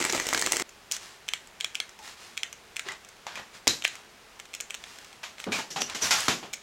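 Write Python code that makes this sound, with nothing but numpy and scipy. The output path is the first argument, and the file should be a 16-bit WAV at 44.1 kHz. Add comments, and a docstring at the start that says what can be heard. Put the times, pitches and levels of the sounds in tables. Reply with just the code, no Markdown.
"""A small kitchen, one microphone, a faint steady hiss. Close up, a foil sachet is crumpled, its creases giving
way in tiny avalanches, until the crackling breaks off abruptly. It is then squeezed and flicked over two bowls
of soup, each flick a touch, a press and a release: strong snaps ring the taut pouch, weak ones are slack,
papery. Meanwhile, farther off, things are slid about and knocked, loudest near the end."""
import sys
import numpy as np
from scipy import signal
from scipy.fft import rfft, irfft
from scipy.io import wavfile

SR = 44100
rng = np.random.default_rng(int(sys.argv[2]) if len(sys.argv) > 2 else 0)


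def log_audio(samples):
    """Write samples as a 16-bit WAV file to the path given in sys.argv[1]."""
    # one column per channel
    frames = np.atleast_2d(samples).T
    # limit to full scale, then quantise
    limited = np.clip(frames, -1, 1)
    pcm = np.round(limited * 32767).astype(np.int16)
    wavfile.write(sys.argv[1], SR, pcm)


N = 291942
TIME = np.arange(N) / SR


def from_db(db):
    """Decibels to gain."""
    return 10 ** (np.asarray(db) / 20)


def rms_one(x):
    """Scale to rms 1."""
    return x / np.sqrt(np.mean(x ** 2) + 1e-20)


def burst_one(x):
    """Scale a short burst to the energy of 4 ms at rms 1."""
    return x / np.sqrt(np.sum(x ** 2) / (.004 * SR) + 1e-20)


def add(out, s, sound):
    """Mix a sound in at time s."""
    start = int(np.clip(round(s * SR), 0, N - 1))
    out[start:start + len(sound)] += sound[:N - start]


def band(x, low_hz, high_hz, order=2):
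    """Butterworth band-pass."""
    return signal.sosfilt(signal.butter(order, [low_hz, high_hz], "band", fs=SR, output="sos"), x)


def colour(x, spectrum, size=4096):
    """Causal (minimum-phase) filter that follows rows of f/Hz, level/dB."""
    hz, db = np.transpose(spectrum)
    bins_hz = np.arange(size // 2 + 1) * SR / size
    gain = from_db(np.interp(np.log(bins_hz + 1), np.log(hz), db))
    cepstrum = irfft(np.log(gain))
    cepstrum[1:size // 2] *= 2
    cepstrum[size // 2 + 1:] = 0
    return signal.fftconvolve(x, irfft(np.exp(rfft(cepstrum))))[:len(x)]


def resonate(x, modes, stretch):
    """Parallel resonances of alternating sign, all detuned by one factor."""
    out = 0
    for k, (hz, width_hz, db) in enumerate(modes):
        r = np.exp(-np.pi * width_hz / SR)
        poles = [1, -2 * r * np.cos(2 * np.pi * hz * stretch / SR), r * r]
        out = out + (-1) ** k * from_db(db) * signal.lfilter([1 - r * r, 0, r * r - 1], poles, x)
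    return out


def grains(per_s, spread_db=3.5):
    """Random clicks, many small and few large; rms 1."""
    sizes = from_db(spread_db * np.minimum(rng.exponential(1, N), 4)) * rng.choice([-1, 1], N)
    return rms_one(sizes * (rng.random(N) < per_s / SR))


def kitchen(x, build_s, t60_s=.24):
    """The small room: diffuse reflections of unit energy that swell briefly and die away."""
    t = TIME[:SR // 2]
    swell = 1 - np.exp(-(t / build_s) ** 2)
    tail = rng.standard_normal(len(t)) * swell * from_db(-60 * t / t60_s)
    return signal.fftconvolve(x, tail / np.sqrt(np.sum(tail ** 2)))[:N]


def room_tone(level_db=-54.5):
    """A faint steady hiss lies under everything."""
    # colour of the hiss: f/Hz, level/dB
    spectrum = [(15, -53), (25, -0.5), (69, -3.5), (99, -6.5), (221, -2.5), (297, -7), (340, -2.5),
                (421, -1), (523, -4), (804, -2.5), (1110, -4.5), (1950, -5), (2420, -6), (15500, -26.5)]
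    return from_db(level_db) * rms_one(colour(rng.standard_normal(N), spectrum))


def crumpling(stop_s=.625, crack_s=.0016, bump_s=.0096, creep_db=-37, run_db=-8.5, run_fade_s=.021):
    """Close up: big creases give way in avalanches; each grip bumps the foil and sets off small ones."""
    # the loudest creases: t/s, level/dB, treble over body/dB
    creases = [(.0131, -27.5, -4), (.0249, -25, -3), (.041, -26, -1), (0.0507, -20.5, 0), (0.0613, -30, -8),
               (0.0966, -25.5, -1), (.1, -24.5, 1), (.1245, -24, 13), (0.133, -27, -9), (0.1488, -28, 1),
               (.178, -28.5, -11), (.199, -23, -1.5), (.2681, -26, 2.5), (0.2886, -25, 5),
               (.3291, -21.5, -6), (0.3347, -22.5, 4), (0.347, -19, -4), (0.3761, -23.5, 1),
               (0.394, -26, 15), (.4138, -24, 14), (.4233, -21.5, 1.5), (0.4627, -21, 2), (0.4715, -24, -6),
               (.521, -17, 3), (0.532, -24, -10), (0.5603, -28, 0), (0.568, -22, 3), (0.5979, -24, 1),
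               (0.6198, -33.5, 5)]
    # colour of crumpled foil: f/Hz, level/dB
    foil_spectrum = [(40, -11), (150, -12.5), (380, 0), (600, -5), (1000, -4.5), (1650, -5), (2050, 2.5),
                     (2600, -4.5), (4500, -7), (7500, -4), (10000, -18), (15500, -26)]
    # fingers closing on the foil: t/s, level/dB
    grips = [(.002, -27), (.05, -40), (.128, -29.5), (0.1468, -27), (.348, -29), (0.3762, -35),
             (0.434, -36), (0.4723, -45), (0.5362, -33), (.6, -33), (0.6192, -30)]
    # colour of their bump: f/Hz, level/dB
    bump_spectrum = [(40, -39), (120, -11), (350, 3), (750, -3), (1300, -6), (4000, -70)]
    t, cracks = TIME[:1024], np.zeros(N)
    for s, db, treble_db in creases:
        size = np.exp(.08 * rng.standard_normal())   # each crease's size shifts its colour
        spectrum = [(hz * size, level + treble_db * np.clip(np.log(hz / 3500), -.5, .5))
                    for hz, level in foil_spectrum]
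        avalanche = rng.standard_normal(len(t)) * np.exp(-t / crack_s)
        add(cracks, s, from_db(db) * burst_one(colour(avalanche, spectrum, size=1024)))
    strain = np.full(N, from_db(creep_db))   # tiny creases keep going between the grips
    for s, db in grips:
        push = rng.standard_normal(len(t)) * np.exp(-t / bump_s)
        add(cracks, s, from_db(db) * burst_one(colour(push, bump_spectrum, size=1024)))
        add(strain, s, from_db(db + run_db) * np.exp(-TIME[:SR // 2] / run_fade_s))
    foil = cracks + strain * rms_one(colour(grains(per_s=3300), foil_spectrum))
    return (foil + from_db(-8) * kitchen(foil, build_s=.0029)) * (TIME < stop_s)


def buckles(touch_lead_s=.006, touch_db=-12):
    """Every snap of the sachet: lone creases, and the touch, press and release of each flick."""
    # lone creases giving way as the grip shifts: t/s, level/dB, extra treble/dB
    lone_snaps = [(.692, -48, 6.5), (.9141, -29.5, 7), (.9209, -34, 16), (.966, -35, 5.5),
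                  (1.4727, -51, 6.5), (1.8928, -45.5, 4), (2.528, -39, 5.5), (2.9207, -43, 6),
                  (3.048, -47.5, 3), (3.0883, -49, 6), (3.823, -32, -10), (3.8396, -38, 1),
                  (3.8425, -37, 3), (3.8471, -26.5, 0), (3.8508, -16, -5.5), (3.878, -32.5, 5),
                  (3.9543, -39.5, 2.5), (4.5496, -36, 7.5), (4.608, -37, 12), (4.7483, -35.5, 3),
                  (4.8397, -36.5, -6), (4.9865, -41.5, 0.5), (5.046, -45.5, 2), (5.1288, -46, -4),
                  (5.2395, -35.5, -19), (5.3827, -42, -9), (5.8987, -32.5, 0), (6.205, -37, 13),
                  (6.266, -35, 0), (6.531, -39.5, 6), (6.5352, -29.5, 3), (6.5403, -36, 8)]
    # a finger snaps the sachet in and back out: press t/s, release t/s, press level/dB, release level/dB
    flicks = [(1.2877, 1.3358, -25.5, -23), (1.609, 1.6452, -26, -23.5), (1.7535, 1.8018, -25.5, -24),
              (2.3762, 2.4327, -26.5, -24), (2.7666, 2.7944, -27.5, -27.5), (4.399, 4.455, -36.5, -46),
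              (4.5396, 4.6031, -32.5, -31.5), (4.7065, 4.7434, -30.5, -32.5), (5.401, 5.441, -35, -32.5)]
    rows = list(lone_snaps)
    for press_s, release_s, press_db, release_db in flicks:
        touch = (press_s - touch_lead_s, press_db + touch_db, 0)
        rows += [touch, (press_s, press_db, 0), (release_s, release_db, 0)]
    return rows


def snapping(taut_db=-23.5, stutter_s=.0022, bowl_echo_s=.00107, thud_db=-9.5, edge_db=-12, room_db=-9):
    """Close up: a crease buckles; its click rings the pouch, bounces off the bowl and fills the room."""
    # body resonances of the pouch, before tension scales them: f/Hz, width/Hz, level/dB
    body_modes = [(1520, 590, -10.5), (2180, 920, -2.5), (3340, 870, 3.5), (3950, 990, -5)]
    # its treble resonances: f/Hz, width/Hz, level/dB
    treble_modes = [(5300, 1380, 2), (7100, 390, 1), (6990, 780, 0.5), (8260, 1380, 0.5), (9900, 7800, -12)]
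    t, out = TIME[:SR // 4], np.zeros(N)
    for s, body_db, extra_db in buckles():
        force_db = body_db - taut_db
        body_gain, treble_gain = from_db(body_db), from_db(-29.5 + .89 * force_db + extra_db)
        # strong snaps are one clean click, weak ones a papery stutter
        stutter = .089 * from_db(-.56 * force_db)
        click = (t == 0) + stutter * rng.standard_normal(len(t)) * np.exp(-t / stutter_s)
        size, distance = np.exp(.015 * rng.standard_normal(2))
        # a very big snap flips a larger, lower panel; a slack pouch sinks in pitch and hardly rings
        slack_db = max(-force_db, 0)
        stretch = np.exp(-.021 * max(force_db, 0) - .03 * slack_db) / size
        widen = .5 + .27 * slack_db
        panel = [(hz, width_hz * widen, db) for hz, width_hz, db in body_modes]
        lag = int(bowl_echo_s * SR * distance)
        echoed = click - .35 * np.pad(click, (lag, 0))[:len(t)] + 1e-18
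        body = burst_one(band(resonate(echoed, panel, stretch), 1300, 5500, order=1))
        fingertip = from_db(thud_db) * (1 - 1 / widen) * burst_one(band(echoed, 560, 2600))
        treble = burst_one(band(resonate(echoed, treble_modes, 1 / size), 3500, 11500))
        bare_edge = from_db(edge_db) * burst_one(band(echoed, 4000, 16000))
        add(out, s, body_gain * (body + fingertip) + treble_gain * (treble + bare_edge))
        # the room hears the sheet from all sides, so the resonances blur into two broad bands
        spill = body_gain * burst_one(band(click, 1700, 4100))
        spill += treble_gain * burst_one(band(click, 4800, 7050))
        add(out, s, from_db(room_db) * kitchen(spill, build_s=.004))
    return out


def crack_tail_and_sliding(rise_share=.35, fidget_db=-59, split_hz=2500, room_db=-1):
    """Dense, roomy runs of clicks: the tail of one sachet crack, and the slips of far things sliding."""
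    # first row, the bright, fading tail of the sachet's loud crack at 0.92 s; the rest, things being
    # shifted: t/s, length/s, level/dB, brightness/(dB per octave)
    runs = [(0.904, 0.09, -42.5, 3.5), (0.926, .3, -46, 0), (2.0, 0.18, -42.5, 0), (2.12, 0.32, -48.5, 0),
            (2.834, 0.15, -43.5, -3.5), (3.27, 0.15, -52.5, -4.5), (3.52, 0.1, -46.5, -0.5),
            (3.837, 0.28, -47.5, -1), (4.69, 0.63, -49, 0), (5.37, .12, -45.5, 0), (5.504, .15, -33, -1),
            (5.867, 0.12, -41, -3.5), (6.001, 0.14, -26.5, 0), (6.117, 0.21, -30, 0)]
    # colour of the runs: f/Hz, level/dB
    spectrum = [(30, -30), (90, -2.5), (200, -9.5), (500, -7.5), (850, -1), (1800, 2.5), (3000, 0),
                (4800, -0.5), (7000, -2.5), (10000, -11), (15500, -23)]
    rustle = rms_one(colour(grains(per_s=2800), spectrum))
    rustle = rms_one(rustle + from_db(room_db) * kitchen(rustle, build_s=.01))
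    dull = signal.sosfilt(signal.butter(1, split_hz, fs=SR, output="sos"), rustle)
    dull_gain = bright_gain = from_db(fidget_db)   # fingers rub faintly between the runs
    for s, length_s, db, brightness in runs:
        swell = np.interp((TIME - s) / length_s, [0, rise_share, 1], [0, 1, 0])
        tilt_db = 2.3 * brightness   # each half counts as 2.3 octaves from the split
        dull_gain = np.maximum(dull_gain, swell * from_db(db - tilt_db))
        bright_gain = np.maximum(bright_gain, swell * from_db(db + tilt_db))
    return dull_gain * dull + bright_gain * (rustle - dull)


def knocking(crack_s=.0015, swell_s=.0018, boom_s=.02, air_db=-13.5, ring_t60_s=.23, ring_spread=1.055):
    """Across the room: a short crack, then the room's tail; the knocked thing rings at its own pitch."""
    # things knocked: t/s, level/dB, brightness/(dB per octave), thud level/dB, crack emphasis/dB,
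    # ring f/Hz, ring over the blow/dB
    knocks = [(1.99, -57.5, 3.5, -73, 7, 863, 22), (2.862, -57, -5, -58, -3, 373, 14),
              (2.887, -46.5, -3.5, -80, 12.5, 1980, 11.5), (3.267, -40.5, -4, -74, 4, 800, -16),
              (3.356, -45, -1, -64, 4.5, 2420, 4), (3.374, -43.5, -4.5, -56.5, -3, 1850, 0),
              (3.397, -58.5, -5, -56, 14, 1100, -3), (3.6714, -31.5, -.5, -38.5, 8, 3910, 5),
              (3.6772, -31.5, 6, -39.5, 13, 3950, 2), (5.231, -38, -1.5, -72, -22, 3810, -10),
              (5.467, -46, -11, -31.5, -11, 238, -1), (5.52, -29.5, -1.5, -39, -7, 2375, 2),
              (5.585, -36, -1, -45, -4, 864, 3), (5.704, -44, 6, -48.5, -13, 5760, -2),
              (5.76, -32.5, -1.5, -40.5, -18, 799, 4.5), (5.805, -38.5, 3, -40.5, -14, 5840, 8.5),
              (5.819, -46, 1.5, -64, 20.5, 2900, 6), (5.947, -34, 1, -45, -11, 2900, -18),
              (6.019, -37, 8, -39, -24, 5850, 5.5), (6.108, -21, 2, -42.5, -8, 1380, 1.5),
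              (6.146, -33.5, -4.5, -59, -5, 4530, 0), (6.282, -23.5, -0.5, -30, 1, 239, -2),
              (6.428, -43.5, -4.5, -45.5, -12, 814, -5)]
    # thud, low-mid, mid and treble bands of a knock: low f/Hz, high f/Hz, t60/s
    bands = [(129, 524, 0.34), (626, 1420, 0.29), (1500, 3940, 0.28), (4310, 7400, 0.32)]
    t, out = TIME[:SR // 2], np.zeros(N)

    def reflections(low_hz, high_hz):
        """Diffuse sound within one band, rms 1."""
        return rms_one(band(rng.standard_normal(SR), low_hz, high_hz, order=3)[-len(t):])

    octaves = np.log2([low_hz * high_hz for low_hz, high_hz, _ in bands]) / 2
    plain_db = np.array([-5.5, .5, -2])   # low-mid, mid and treble of a plain knock
    swell = 1 - np.exp(-t / swell_s)
    ring_fade = swell * from_db(-60 * t / ring_t60_s)
    for s, level_db, brightness, thud_db, crack_db, ring_hz, ring_db in knocks:
        tilt_db = brightness * (octaves[1:] - octaves[2])   # a harder contact is brighter
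        levels = [thud_db, *(level_db + plain_db + tilt_db)]
        crack = from_db(crack_db + 6.5) * np.exp(-t / crack_s)
        envelopes = [from_db(db) * (crack + swell * from_db(-60 * t / t60))
                     for db, (_, _, t60) in zip(levels, bands)]
        blow = sum(envelope * reflections(low_hz, high_hz)
                   for envelope, (low_hz, high_hz, _) in zip(envelopes, bands))
        # a heavy knock also makes its support boom
        boom = band(swell * np.exp(-t / boom_s) * reflections(60, 230), 47, 600)
        boom *= from_db(thud_db + .62 * crack_db - 6)
        air = from_db(air_db) * envelopes[-1] * reflections(8000, 13000)
        # a cluster of close modes, smeared by the room, follows the strength of the blow at its pitch
        cluster = rms_one(ring_fade * reflections(ring_hz / ring_spread, ring_hz * ring_spread))
        blow_db = np.interp(np.log2(ring_hz), octaves, levels)
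        ring = from_db(blow_db + ring_db) * cluster * np.sqrt(np.mean(ring_fade ** 2))
        add(out, s, blow + boom + air + ring)
    return out


def scene():
    """Near sachet and far kitchen reach one microphone, the same in both channels."""
    mono = room_tone() + crumpling() + knocking() + crack_tail_and_sliding() + snapping()
    return np.array([mono, mono])


def record(dry, cutoff_hz=15900):
    """The highest peaks are rounded and the top is cut."""
    low_pass = signal.ellip(10, .1, 70, cutoff_hz, fs=SR, output="sos")
    return signal.sosfilt(low_pass, np.tanh(dry))


dry = scene()
out = record(dry)
log_audio(out)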